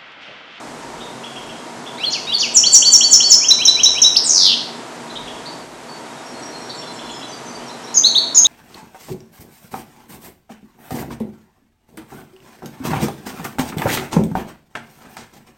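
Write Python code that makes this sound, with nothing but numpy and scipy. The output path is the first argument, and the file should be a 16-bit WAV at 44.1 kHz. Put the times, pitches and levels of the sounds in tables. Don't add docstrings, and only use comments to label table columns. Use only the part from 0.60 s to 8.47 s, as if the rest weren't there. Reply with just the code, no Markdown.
import sys
import numpy as np
from scipy import signal
from scipy.fft import rfft, irfft, next_fast_len
from scipy.io import wavfile
from scipy.ndimage import uniform_filter1d

SR = 44100
rng = np.random.default_rng(int(sys.argv[2]) if len(sys.argv) > 2 else 0)


def natural_amplitude(level_db):
    exponent = np.asarray(level_db, float) / 20
    return 10 ** exponent


def dump(signal):
    limited = np.clip(np.atleast_2d(signal).T, -1, 1)
    pcm = np.round(limited * 32767).astype(np.int16)
    wavfile.write(sys.argv[1], SR, pcm)


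N = 347067


def unit(x):
    return x / np.sqrt(np.mean(x ** 2) + 1e-20)


def along(points, hz):
    f, v = np.transpose(points)
    return np.interp(np.log(hz + 1), np.log(f + 1), v)


def level(rows):
    s, db = np.transpose(rows)
    return natural_amplitude(np.interp(np.arange(N) / SR, s, db))


def noise(response):
    m = next_fast_len(N)
    spectrum = rfft(rng.standard_normal(m)) * response(np.fft.rfftfreq(m, 1 / SR))
    return unit(irfft(spectrum, m)[:N])


def air_and_motor():
    # (frequency [Hz], density [dB per Hz])
    rush_colour = [(53, -46), (90, -22.5), (129, -6), (184, -7), (202, -13), (235, 1.5), (258, -3.5),
                   (445, -4), (558, -7.5), (636, -4), (945, -7), (1040, -7.5), (2460, -16.5), (2760, -18),
                   (8060, -23), (10500, -34), (17700, -120)]
    # (frequency [Hz], width [Hz], level [dB])
    resonances = [(237.4, 9.1, -48), (641, 33, -49), (750.5, 6.8, -52), (916, 14, -49), (958.5, 21, -46.5)]
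    # (time [s], level [dB])
    fan_swell = [
        (0, -34),
        (4.97, -33.5),
        (5.08, -37.5),
        (5.44, -34.5),
        (5.79, -34),
        (7.87, -34.1),
    ]
    sound = noise(lambda f: natural_amplitude(along(rush_colour, f)))
    for centre, width, db in resonances:
        drone = noise(lambda f: 1 / (1 + (2 * (f - centre) / width) ** 2))
        sound = sound + natural_amplitude(db + 33) * drone
    return level(fan_swell) * sound


def building_thumps():
    # (frequency [Hz], density [dB per Hz])
    rumble_colour = [(15, -9), (30, 2.5), (55, 8), (90, -1)]
    # (time [s], peak level [dB])
    thumps = [(.13, -54), (.28, -58), (.42, -53), (.83, -54), (1.69, -57), (2.03, -45), (2.17, -61),
              (2.4, -60), (3.032, -50), (3.28, -45), (3.52, -52), (4.64, -46), (5.11, -59), (6.0, -62),
              (6.47, -54), (6.97, -59), (7.55, -58)]
    rise_db_s, fall_db_s, still_db = 155, 110, -72
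    rumble = noise(lambda f: natural_amplitude(along(rumble_colour, f)) * (f < 100))
    t = np.arange(N) / SR
    lumps = natural_amplitude(still_db)
    for s, db in thumps:
        lumps = lumps + natural_amplitude(db + np.minimum(rise_db_s * (t - s), fall_db_s * (s - t)))
    return lumps * rumble


def whistle(ms, hz, db, edge_ms):
    # (frequency of the note [Hz], octave level [dB])
    beak_octave = [(1950, 8), (2300, -10), (2800, -11.5), (3300, -40.5), (5000, -33.5), (6500, -62)]
    t = np.arange(int(ms[-1] * SR / 1000)) * 1000 / SR
    pitch = uniform_filter1d(np.interp(t, ms, hz), size=100, mode="nearest")
    phase = 2 * np.pi * np.cumsum(pitch) / SR
    ends = np.clip(np.minimum(t, ms[-1] - t) / edge_ms, 0, 1)
    voice = np.sin(phase) + natural_amplitude(along(beak_octave, pitch)) * np.sin(2 * phase)
    return natural_amplitude(np.interp(t, ms, db)) * ends * voice


def add(track, s, note, hz, direct_db, room_db, early):
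    # (frequency [Hz], time to fall 60 dB [s])
    ring_time = [(2500, 0.9), (4000, 0.58), (6000, 0.56), (8000, 0.47)]
    t = np.arange(.75 * SR) / SR
    decay = natural_amplitude(-60 * t / along(ring_time, hz))
    tail = rng.standard_normal(len(t)) * decay * (1 - np.exp(-t / 0.0013))
    tail *= 1 + early * np.exp(-t / 0.013)
    heard = signal.fftconvolve(note, tail * natural_amplitude(room_db) / np.linalg.norm(tail))
    start = round(s * SR)
    track[0, start:][:len(note)] += natural_amplitude(direct_db) * note
    track[1, start:][:len(heard)] += heard


def far_birds():
    # (time [s], end pitch [Hz], peak level [dB])
    chirp_calls = [(0.403, 3790, -26), (.634, 3450, -23.5), (0.758, 3350, -25), (.889, 3370, -27),
                   (1.259, 3590, -26), (4.492, 4170, -30), (4.553, 3860, -22), (4.673, 3460, -24.5),
                   (4.854, 4750, -26.5), (6.090, 4600, -24), (6.215, 3610, -28.5), (6.385, 3550, -26.5),
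                   (6.490, 3500, -26), (6.612, 3490, -27)]
    # (time [s], end pitch [Hz], length [ms], peak level [dB])
    whistle_calls = [(5.095, 3830, 35, -55), (5.285, 4470, 32, -38.5), (5.445, 3730, 93, -46),
                     (5.643, 5550, 35, -42.5), (5.735, 4280, 28, -37), (5.822, 5610, 24, -34),
                     (6.000, 5570, 17, -34.5), (6.174, 5470, 32, -35.5), (6.268, 4075, 24, -35),
                     (6.358, 5380, 29, -38.5), (6.440, 4090, 39, -37), (6.535, 5205, 33, -36.5),
                     (6.624, 3940, 26, -34), (6.715, 4670, 24, -38), (6.889, 4615, 58, -39)]
    # (time [s], start pitch [Hz], end pitch [Hz], length [ms], peak level [dB])
    sweep_calls = [(5.790, 8000, 7820, 13, -46), (5.913, 4340, 4180, 49, -37.5),
                   (5.970, 8460, 7600, 16, -48), (6.140, 8070, 7160, 28, -46), (6.320, 8180, 7100, 27, -46),
                   (6.500, 7370, 6700, 29, -42), (6.680, 6270, 5900, 33, -39), (6.850, 6330, 6050, 38, -41),
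                   (7.000, 2810, 3230, 22, -41), (7.060, 5950, 5350, 24, -39),
                   (7.090, 3420, 4200, 16, -34.5), (7.190, 2800, 3230, 17, -38),
                   (7.235, 5950, 5400, 16, -35), (7.270, 3630, 4220, 20, -34.5)]
    chirp_from, chirp_ms = .71, 14.8
    sag = 0.013
    chirps = [(s, chirp_from * hz, hz, chirp_ms, db) for s, hz, db in chirp_calls]
    whistles = [(s, (1 + sag) * hz, hz, ms, db) for s, hz, ms, db in whistle_calls]
    whistles += [tuple(row) for row in sweep_calls]

    track = np.zeros((2, N + SR))
    for rows, bend, onset_db, direct_db in ((chirps, .83, -4.5, -8), (whistles, .75, -1.5, -6)):
        for s, start_hz, end_hz, ms, peak_db in rows:
            path = [start_hz, start_hz + bend * (end_hz - start_hz), end_hz]
            db = peak_db + np.array([onset_db, -.6, -1.5])
            note = whistle(np.array([0, ms / 2, ms]), path, db, edge_ms=1.7)
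            add(track, s, note, end_hz, direct_db, room_db=4, early=.3)
    return track


def syllable(name):
    settling = {"pickup": (1700, 3100, 28, 16, 17.7), "upper climb": (3650, 4000, 17, 18, 32),
                "hook": (2600, 3600, 6.9, 5.2, 19.5), "held": (3950, 4560, 5.8, 14, 46.5),
                "tick": (6780, 5320, 5.5, 2.9, 33), "peep": (3350, 4250, 3.34, 6.4, 22.8),
                "lift": (3010, 4250, 14.3, 12, 30), "cap": (4050, 4620, 3.9, 5, 14.5)}
    swell = {"pickup": (-8, 0), "upper climb": (-4.5, -9), "hook": (-19, -14.5), "held": (-8, -4),
             "tick": (-10, -12), "peep": (-21, -6), "lift": (-19.5, -8.5), "cap": (-5, -13)}
    # (time [ms], pitch [Hz], level [dB])
    climb = [(0, 2200, -17), (18.5, 2680, -13.5), (39.9, 2800, -11.5), (46.3, 3050, 1), (53.2, 3350, 0.5),
             (63, 3520, -3)]
    # (time [ms], pitch [Hz], level [dB])
    slide = [(0, 4760, -23), (11, 4700, -12), (27.2, 4360, -1), (51, 4250, -6)]
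    # (time [ms], pitch [Hz], level [dB])
    arch = [(0, 4600, -9), (2.2, 5300, -9), (5.12, 7150, -15), (16.8, 7000, -14.5), (27.16, 6100, -3),
            (36.9, 4700, 2), (43.7, 4400, -5)]
    # (time [ms], pitch [Hz], level [dB])
    fall = [(0, 5950, -14), (12.2, 5600, -6), (20.04, 4700, -1), (29.64, 3700, -5.5), (45.6, 2900, 2),
            (61.2, 2480, -1), (71.5, 2190, -15.5), (90, 2140, -10.5)]
    # (time [ms], pitch [Hz], level [dB])
    swoop = [(0, 8170, -26.5), (11.75, 7350, -11.5), (16.96, 7050, -8.5), (25.5, 6750, -8.5),
             (27.1, 7100, -4.5), (31.8, 5900, 1), (41.9, 5460, -3.5), (66.8, 5420, -8)]
    # (time [ms], pitch [Hz], level [dB])
    stair = [(0, 2280, -12), (20.4, 2520, -9), (27.6, 2700, -4.5), (36.4, 3120, 3), (44, 3330, -0.5),
             (55, 3414, -16)]
    # (time [ms], pitch [Hz], level [dB])
    whip = [(0, 2300, -27), (8.07, 2840, -13), (17.37, 5090, 5.5), (27, 5700, -6)]
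    # (time [ms], pitch [Hz], level [dB])
    dive = [(0, 8450, -10.5), (11.8, 8400, -10.5), (27.8, 7130, -3.5), (47.8, 6450, -13)]
    # (time [ms], pitch [Hz], level [dB])
    buzz = [(0, 6600, -9), (4.95, 6950, -19), (19.24, 6880, -11), (33.8, 6500, -2), (50.6, 6220, -4)]
    # (time [ms], pitch [Hz], level [dB])
    undertone = [(0, 4900, -10), (9.5, 5600, -3), (20.4, 6400, -9), (25.8, 5150, -5), (31.8, 4980, -4),
                 (45.3, 4880, 0)]
    bent = {"climb": climb, "slide": slide, "arch": arch, "fall": fall, "swoop": swoop, "stair": stair,
            "whip": whip, "dive": dive, "buzz": buzz, "undertone": undertone}
    if name in bent:
        return np.transpose(bent[name])
    start_hz, end_hz, settle_ms, loud_ms, long_ms = settling[name]
    onset_db, end_db = swell[name]
    ms = np.arange(17) / 16 * long_ms
    hz = end_hz + (start_hz - end_hz) * np.exp(-ms / settle_ms)
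    return ms, hz, np.interp(ms, [0, loud_ms, long_ms], [onset_db, 0, end_db])


def song():
    opening = {"pickup": [(1.379, 2380, 0.84, -33)], "climb": [(1.396, 3474, .92, -16),
               (1.672, 3670, 1.14, -16.5)], "upper climb": [(1.4, 4030, 0.94, -30),
               (1.67, 3950, 1.45, -23)], "slide": [(1.445, 4130, 0.94, -16), (1.73, 4343, .72, -9.5)],
               "arch": [(1.503, 4260, .9, -17), (1.783, 4390, 0.89, -14)],
               "fall": [(1.508, 2160, .92, -24.5), (1.791, 2215, 0.92, -17.5)]}
    later = {"swoop": [(1.938, 5483, 1.04, -3.5), (2.12, 5600, .86, 0), (2.3115, 5524, 0.83, -1),
             (2.5045, 5357, .9, -0.5), (2.6935, 5233, 0.83, 0.4)], "whip": [(3.5534, 5760, 0.93, -6.5)],
             "dive": [(3.643, 6300, .93, -13)], "buzz": [(7.342, 6100, 0.96, -5.5), (7.747, 6265, 0.93, 0)],
             "undertone": [(7.3415, 4900, 1, -20), (7.746, 5050, 0.75, -13.5)],
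             "lift": [(7.4355, 4300, 1, -5), (7.5475, 4070, 1, -5.5), (7.8445, 4080, 0.91, -5.5)],
             "cap": [(7.466, 4450, 0.88, -6), (7.577, 4470, 1.09, -6)]}
    # (hook time [s], held note lag [ms])
    hooks = [(2.0345, 23.6), (2.2215, 25), (2.4075, 23), (2.6015, 26.6)]
    # (tick time [s], stair lead [ms], stair level [dB], peep lag [ms], peep level [dB])
    ticks = [(2.884, 71, -19.5, 21.3, -2), (3.0515, 65, -16.5, 23.8, -2), (3.2325, 66, -16, 20, -5),
             (3.417, 68, -18, 20, -5.5)]
    drifts = {"hook": (3438, -6, -8, -0.14), "held": (4535.5, -15.5, -8.5, -1),
              "tick": (5329, 2.5, -5, 0.76)}
    stair_hz, peep_hz, peep_sag_hz = 3374, 4020, 27
    peep_slows = 0.203

    def drifting(name, s, k):
        first_hz, hz_step, first_db, db_step = drifts[name]
        return name, s, first_hz + k * hz_step, 1, first_db + k * db_step

    rows = [(name, *row) for part in (opening, later) for name in part for row in part[name]]
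    for k, (s, lag_ms) in enumerate(hooks):
        rows += [drifting("hook", s, k), drifting("held", s + lag_ms / 1000, k)]
    for k, (s, lead_ms, stair_db, lag_ms, peep_db) in enumerate(ticks):
        rows.append(("stair", s - lead_ms / 1000, stair_hz, 1, stair_db))
        rows.append(drifting("tick", s, k))
        rows.append(("peep", s + lag_ms / 1000, peep_hz - k * peep_sag_hz, 1 + k * peep_slows, peep_db))
    return rows


def add_trill(track):
    # (time [s], low pitch [Hz], high pitch [Hz], effort [dB])
    trill_fall = [(3.693, 5500, 6900, -4.5), (3.73, 4880, 6380, -8), (3.77, 3940, 6090, -7),
                  (3.81, 3330, 5850, -7), (3.858, 3060, 5460, -5.5), (3.9, 2580, 4030, -10.5),
                  (3.941, 2480, 3620, -13)]
    slow_stroke_s, fast_stroke_s = .0132, .01062
    scatter = [1.6, .0005, .06]
    trill = np.zeros(SR // 2)
    times, *controls = np.transpose(trill_fall)
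    for after in np.cumsum([0] + 4 * [slow_stroke_s] + 18 * [fast_stroke_s]):
        low_hz, high_hz, effort_db = (np.interp(times[0] + after, times, c) for c in controls)
        louder, later, wider = rng.standard_normal(size=3) * scatter
        reach = (high_hz - low_hz) * (1 + wider)
        path = low_hz + reach * np.array([.35, 0, .4, .95, .9])
        db = effort_db + louder + np.array([-6, -12.5, 2.0, -2.0, -13])
        note = whistle(np.array([0, 2.2, 4.6, 7.5, 9.5]), path, db, edge_ms=1.1)
        trill[round(max(after + later, 0) * SR):][:len(note)] += note
    trill = np.trim_zeros(trill, "b")
    add(track, times[0] - .002, trill, 4500, direct_db=-.7, room_db=0.3, early=0.67)


def finch():
    track = np.zeros((2, N + SR))
    for name, s, end_hz, stretch, peak_db in song():
        ms, hz, db = syllable(name)
        note = whistle(ms * stretch, hz * end_hz / hz[-1], db + peak_db, edge_ms=1.03)
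        add(track, s, note, end_hz, direct_db=1.23, room_db=2.0, early=0.62)
    add_trill(track)
    return track


def thin_top(x):
    # (frequency [Hz], level [dB])
    splash = [(8000, -37), (9000, -40.5), (11500, -37), (12300, -44), (13000, -70)]
    haze_hz = 8380
    mask_db, mask_scatter_db = -39, 4
    hz, _, z = signal.stft(x, SR, nperseg=1024)
    power = np.abs(z[..., :512, :].reshape(32, 16, -1)) ** 2
    bands = np.sqrt(np.mean(power, axis=1))
    bands = np.hypot(bands, bands.max(axis=0) * natural_amplitude(along(splash, hz[8::16]))[:, None])
    chance = unit(uniform_filter1d(rng.standard_normal(bands.shape), size=7, axis=1))
    kept = bands * (bands > bands.max(axis=0) * natural_amplitude(mask_db + mask_scatter_db * chance))
    hiss = signal.stft(rng.standard_normal(x.shape), SR, nperseg=1024)[2]
    hiss = hiss / np.sqrt(np.mean(np.abs(hiss) ** 2))
    fresh = hiss * kept[np.minimum(np.arange(513) // 16, 31)]
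    cleaned = np.where(hz[:, None] > haze_hz, fresh, z)
    return signal.istft(cleaned, SR, nperseg=1024)[1][:, :N]


def scene():
    # (frequency [Hz], level [dB])
    wall_colour = [(2200, -5.5), (3200, -5), (4200, -1), (5500, -1), (7000, 3), (9000, 3.5), (12000, -9.5)]
    direct, echo = far_birds() + finch()
    wall_gain = natural_amplitude(along(wall_colour, np.fft.rfftfreq(len(echo), 1 / SR)))
    echo = irfft(rfft(echo) * wall_gain, len(echo))
    return ((direct + echo)[:N] + air_and_motor() + building_thumps())[None]


def band_limit(x):
    return signal.sosfilt(signal.butter(12, 12600, fs=SR, output="sos"), x)


def record(dry):
    wet = dry + natural_amplitude(-53.0) * rng.standard_normal(dry.shape)
    sums = signal.lfilter([1, -2, 1], 1, dry * dry)
    wet = thin_top(wet + natural_amplitude(-36) * sums)
    hot = wet / (1 + np.abs(wet / 0.97) ** 24) ** (1 / 24)
    return band_limit(hot)


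dry = scene()
out = record(dry)
dump(out)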